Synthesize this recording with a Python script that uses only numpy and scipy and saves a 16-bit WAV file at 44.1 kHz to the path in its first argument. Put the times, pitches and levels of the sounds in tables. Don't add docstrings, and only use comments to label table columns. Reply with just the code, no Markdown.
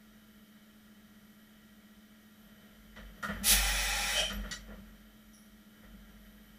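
import sys
import numpy as np
from scipy import signal
from scipy.fft import rfft, irfft, next_fast_len
from scipy.io import wavfile
from scipy.ndimage import uniform_filter1d, map_coordinates

SR = 44100
rng = np.random.default_rng(int(sys.argv[2]) if len(sys.argv) > 2 else 0)


def master_out(mix):
    frames = np.transpose(np.atleast_2d(mix))
    ceiling = np.clip(frames, -1, 1)
    pcm = np.round(ceiling * 32767).astype(np.int16)
    wavfile.write(sys.argv[1], SR, pcm)


N = 290178
TIME = np.arange(N) / SR


def amp(db):
    return 10 ** (np.asarray(db) / 20)


def unit(x):
    return x / np.sqrt(np.mean(x ** 2) + 1e-20)


def wobble(rate):
    return map_coordinates(rng.standard_normal(int(N * rate / SR) + 4), [TIME * rate])


def filtered(x, response):
    size = next_fast_len(N + SR // 2)
    return irfft(rfft(x, size) * response(np.fft.rfftfreq(size, 1 / SR)), size)[:N]


def noise(spectrum=(), modes=()):
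    def response(hz):
        power = np.zeros_like(hz)
        if len(spectrum):
            points_hz, db = np.transpose(spectrum)
            power += amp(np.interp(np.log(hz + 1), np.log(points_hz), db)) ** 2
        for centre, width, db in modes:
            power += (amp(db) / (1 + ((hz - centre) / width) ** 2)) ** 2
        return np.sqrt(power)
    return unit(filtered(rng.standard_normal(N), response))


def tone(hz, drift_hz, rate):
    turns = np.cumsum(hz + drift_hz * wobble(rate)) / SR + rng.random()
    return np.sqrt(2) * np.sin(2 * np.pi * turns)


def burst(start, attack, hold, t60):
    age = np.maximum(TIME - start, 0)
    return (1 - np.exp(-age / attack)) * amp(-60 * np.maximum(age - hold, 0) / t60)


def gate(start, rise, stop, t60):
    return np.clip((TIME - start) / rise, 0, 1) * amp(-60 * np.maximum(TIME - stop, 0) / t60)


def enclosed(x, t60, echo_db):
    t = np.arange(SR // 2) / SR
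    tail = rng.standard_normal(len(t)) * amp(-60 * t / t60)
    echoes = signal.fftconvolve(x, tail / np.linalg.norm(tail))[:N]
    return unit(x + amp(echo_db) * echoes)


def cushioned(x, cutoff_hz):
    return filtered(x, lambda hz: 1 / (1 + 1j * np.sqrt(2) * hz / cutoff_hz - (hz / cutoff_hz) ** 2))


# (pitch [Hz], level [dB])
HUM_TONES = [(198.4, -73.5), (199.7, -68.5), (214.6, -61), (222.6, -74), (299.3, -77.5), (593.5, -87),
             (642.8, -80.5), (1197, -84), (1286, -82.5), (1385, -80.5), (1621, -88), (1705, -82),
             (1925, -83), (2907, -86), (3116, -83), (3741, -86.5)]
# (frequency [Hz], relative level [dB])
FAN_SPECTRUM = [(20, -7), (60, -1), (160, -0.5), (330, -3.5), (600, -8.5), (800, -12.5), (1080, -15.5),
                (1500, -14), (2200, -10.5), (2700, -17), (3400, -13), (4500, -18.5), (8000, -21.5),
                (15000, -21.5)]
# (pitch [Hz], width [Hz], relative level [dB])
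CASING_MODES = [(1390, 78, -6), (1624, 44, -6.5), (1912, 73, -4.5), (3013, 34, -3.5), (3144, 90, -7),
                (3840, 56, -15), (5830, 63, -13.5)]


def pumps_and_fans():
    hum = sum(amp(db) * tone(hz, drift_hz=0.00094 * hz, rate=6) for hz, db in HUM_TONES)
    fans = enclosed(noise(FAN_SPECTRUM, CASING_MODES), t60=0.28, echo_db=-9.5)
    return hum + amp(-63.5) * fans


# (start [s], run-up [s], stop [s], level [dB])
MOTOR_RUNS = [(2.37, 0.088, 4.95, -64.5), (2.96, 0.087, 3.2, -62), (3.21, .15, 4.48, -53),
              (5.68, 0.08, 6.58, -66)]


def motor_effort():
    runs = [amp(db) * gate(start, rise, stop, t60=1.35) for start, rise, stop, db in MOTOR_RUNS]
    return np.sqrt(sum(run ** 2 for run in runs))


# (pitch [Hz], width [Hz], relative level [dB])
HISS_BANDS = [(11750, 300, 5), (13120, 220, 0), (9850, 150, -2)]


def servo_drive():
    flips = np.tanh(5 * np.sin(2 * np.pi * 45.6 * TIME))
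    whine = amp(-76.5) * flips * tone(11905, drift_hz=1.5, rate=20)
    cycle = (TIME - 0.18) % 1
    swell = uniform_filter1d(1.0 * (cycle < 0.33), SR // 50)
    buzz = np.cos(2 * np.pi * 91.2 * TIME)
    hiss = amp(-88 + swell * (10 + 4 * buzz)) * noise(modes=HISS_BANDS)
    effort = motor_effort()
    return amp(6 * np.sqrt(effort / effort.max())) * (whine + hiss)


# (pitch [Hz], width [Hz], relative level [dB])
VALVE_BANDS = [(5700, 260, 0.5), (10200, 430, -4), (10750, 450, -6)]


def valve_spit():
    return amp(-61) * burst(5.33, attack=0.0056, hold=0.022, t60=0.48) * noise(modes=VALVE_BANDS)


def drive_chirp():
    loudness = amp(-54) * burst(4.326, attack=0.001, hold=0.048, t60=0.012)
    return loudness * tone(12166, drift_hz=3, rate=40)


# (frequency [Hz], relative level [dB])
GEAR_SPECTRUM = [(25, -6), (80, -5), (190, 5), (300, -11), (560, -4), (1000, -15), (1500, -12),
                 (2100, -11.5), (2650, -18), (3400, -15), (4500, -23), (8000, -29.5), (15000, -30)]


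def gears():
    unevenness = amp(1.4 * wobble(28))
    grind = enclosed(noise(GEAR_SPECTRUM, CASING_MODES), t60=0.24, echo_db=-3)
    return motor_effort() * unevenness * grind


# (start [s], level [dB], fade time [s])
PART_JOLTS = [(2.61, -63.5, 2.5), (2.75, -58.5, 1.4), (2.97, -49.5, .5), (3.28, -43.5, 0.45),
              (3.47, -32.6, 2.4), (4.14, -50, .4), (4.31, -38.5, 0.37), (4.54, -52.5, 2), (5.82, -54, 3.2)]


def enclosure_boom():
    boom_hz = 47.7
    jolts = [amp(db) * gate(start, rise=0.075, stop=start + 0.1, t60=t60)
             for start, db, t60 in PART_JOLTS]
    shake = np.sqrt(sum(jolt ** 2 for jolt in jolts))
    boom = shake * tone(boom_hz, drift_hz=0.64, rate=14)
    rumble = (amp(-74) + amp(-8) * motor_effort()) * noise(modes=[(boom_hz, 6, 0)])
    return boom + rumble


# (pitch [Hz], relative level [dB])
ARM_MODES = [(980, -14), (1254, -1.5), (1384, 0.5), (1455, -0.5), (1640, -13), (1870, -2), (1930, -9)]


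def arm_ring(start):
    hz, db = np.transpose(ARM_MODES)
    t = np.arange(SR // 2) / SR
    steps = rng.standard_normal((len(hz), len(t)))
    blur = 0.93 * np.cumsum(steps, axis=1) / np.sqrt(SR / 100)
    phase = 2 * np.pi * (hz[:, None] * t + rng.random((len(hz), 1))) + blur
    ring = unit(amp(db) @ np.sin(phase))
    return np.pad(ring, (round(start * SR), N))[:N]


# (pitch [Hz], width [Hz], relative level [dB])
PANEL_MODES = [(506, 44, -0.5), (630, 54, 0.5), (980, 33, -14.5), (1190, 40, -4.5), (1370, 63, -1.5),
               (1766, 60, 1), (1927, 89, -1), (3090, 130, -5.5)]
# (time [s], thud level [dB], clunk level [dB], cutoff [Hz])
BLOWS = [(2.962, -56, -50.5, 2800), (3.227, -47.5, -44, 12000), (3.284, -36, -40, 3720),
         (3.351, -41, -48.5, 2000), (3.41, -42.5, -51, 2000), (3.508, -41, -53, 2000),
         (4.298, -44, -45.5, 5500), (4.349, -42, -54, 2200), (4.436, -47, -48.5, 3700),
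         (4.511, -54.5, -57.5, 11000), (4.677, -53, -51.5, 1270), (4.704, -55, -47, 1090),
         (4.775, -48, -62, 1000), (5.825, -59, -59, 2000), (5.92, -53, -72, 1000)]


def knocks():
    # (frequency [Hz], relative level [dB])
    rattle = [(60, -9), (150, -2.5), (320, -11.5), (600, -15), (2200, -12.5), (4500, -21.5), (12000, -20)]
    out = np.zeros(N)
    for start, thud_db, clunk_db, cutoff_hz in BLOWS:
        frame = tone(204, drift_hz=9.02, rate=60) + amp(-11) * tone(85, drift_hz=17.7, rate=60)
        panels = noise(rattle, PANEL_MODES)
        clank_db = clunk_db + 8 * np.log2(cutoff_hz / 5700)
        thud = amp(thud_db) * burst(start, attack=0.0083, hold=0.019, t60=0.33) * frame
        clunk = amp(clunk_db) * burst(start, attack=0.0011, hold=0.028, t60=0.27) * panels
        clank = amp(clank_db) * burst(start, attack=0.004, hold=0.024, t60=0.21) * arm_ring(start)
        out += cushioned(thud + clunk + clank, cutoff_hz)
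    return out


# (frequency [Hz], relative level [dB])
SNAP_SPECTRUM = [(600, -42), (1500, -6.5), (2600, -13.5), (3800, -4), (5000, -6.5), (5800, -8.5),
                 (7200, -9.5), (8500, -16.5), (10500, -18), (13000, -24), (15500, -34)]
# (pitch [Hz], width [Hz], relative level [dB])
HOLDER_MODES = [(1930, 40, 11.5), (2950, 36, 2.5), (3300, 68, -2), (3790, 180, -1), (4560, 27, 7),
                (5600, 100, 0.5), (5890, 100, 3), (7120, 40, 3), (10700, 100, -4)]
# (time [s], level [dB], cutoff [Hz])
LATCH_SNAPS = [(2.961, -47, 2190), (3.226, -50.5, 10000), (4.294, -47.5, 8000), (4.511, -38.5, 13600)]


def latches():
    out = np.zeros(N)
    for start, db, cutoff_hz in LATCH_SNAPS:
        loudness = amp(db) * burst(start, attack=0.00047, hold=0.02, t60=0.2)
        out += cushioned(loudness * noise(SNAP_SPECTRUM, HOLDER_MODES), cutoff_hz)
    return out


AIR_ON_S, ENTER_S, SEATED_S = 3.43, 4.125, 4.2
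# (pitch [Hz], width [Hz], relative level [dB])
GAP_MODES = [(625, 50, -3.5), (1650, 44, -10.5), (2510, 55, -4.5), (2995, 83, -2), (3120, 65, 2),
             (4630, 30, -12), (5710, 170, -11), (7200, 99, -22), (9180, 88, -17.5)]


def closing_gap():
    squeal = amp(-28) * gate(ENTER_S, SEATED_S - ENTER_S, SEATED_S, t60=0.37) * noise(modes=GAP_MODES)
    pop = amp(-26) * burst(SEATED_S, attack=0.002, hold=0.0052, t60=0.036) * noise(modes=GAP_MODES)
    return squeal + pop


# (frequency [Hz], relative level [dB])
BLAST_SPECTRUM = [(150, -37), (500, -10.5), (1000, -26), (2000, -10.5), (3200, 1.5), (4600, 0.5),
                  (5800, 1.5), (7200, -1.5), (9600, -2), (10200, 8), (11300, -1), (12700, -3.5),
                  (14600, -0.5), (15500, -13)]
# (frequency [Hz], relative level [dB])
FLOW_SPECTRUM = [(100, -54), (350, -31), (520, -9.5), (850, -10.5), (1050, -13.5), (1280, -0.5),
                 (2750, -11), (3600, -3.5), (4650, -9), (5500, -2), (6500, -9), (9500, -13.5), (13800, -23),
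                 (15200, -33.5)]
# (pitch [Hz], width [Hz], relative level [dB])
HOLLOW_MODES = [(799, 41, 1.5), (1380, 26, -5), (1847, 94, 2), (1974, 62, 2.5), (2280, 38, 1),
                (2395, 68, 4), (2560, 49, 2), (3040, 135, -1.5), (3420, 65, -3), (3900, 150, -4),
                (4090, 50, -5.5), (4370, 77, -3.5), (5080, 24, -5), (5200, 64, -1), (5880, 110, 0),
                (7140, 70, -11), (7620, 350, -9), (10170, 300, -7.5), (10900, 560, -13.5)]


def air_jet():
    blast_end = AIR_ON_S + 0.097
    age = np.maximum(TIME - AIR_ON_S, 0)
    extra_pressure = amp(8 * np.exp(-age / 0.13))
    flow = amp(-33.5) * extra_pressure * gate(AIR_ON_S, rise=0.12, stop=SEATED_S, t60=0.38)
    blast = amp(-22.5) * gate(AIR_ON_S, rise=0.076, stop=blast_end, t60=0.24)
    lingering = amp(-27) * flow
    hiss = (blast + lingering) * enclosed(noise(BLAST_SPECTRUM), t60=0.3, echo_db=0.5)
    waver = amp(0.133 * wobble(24.9))
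    rush = flow * waver * enclosed(noise(FLOW_SPECTRUM, HOLLOW_MODES), t60=0.19, echo_db=-2)
    socket_open = gate(blast_end, rise=0.07, stop=ENTER_S + 0.035, t60=0.25)
    flutter = amp(2.5 * wobble(45))
    whistle = amp(-18) * flow * socket_open * flutter * tone(14660, drift_hz=20, rate=150)
    return hiss + rush + whistle


def scene():
    background = pumps_and_fans() + servo_drive()
    movement = gears() + enclosure_boom() + drive_chirp() + knocks() + latches()
    air = air_jet() + closing_gap() + valve_spit()
    return (background + movement + air)[None]


def record(dry):
    return filtered(dry[0], lambda hz: hz < 15550)[None]


dry = scene()
out = record(dry)
master_out(out)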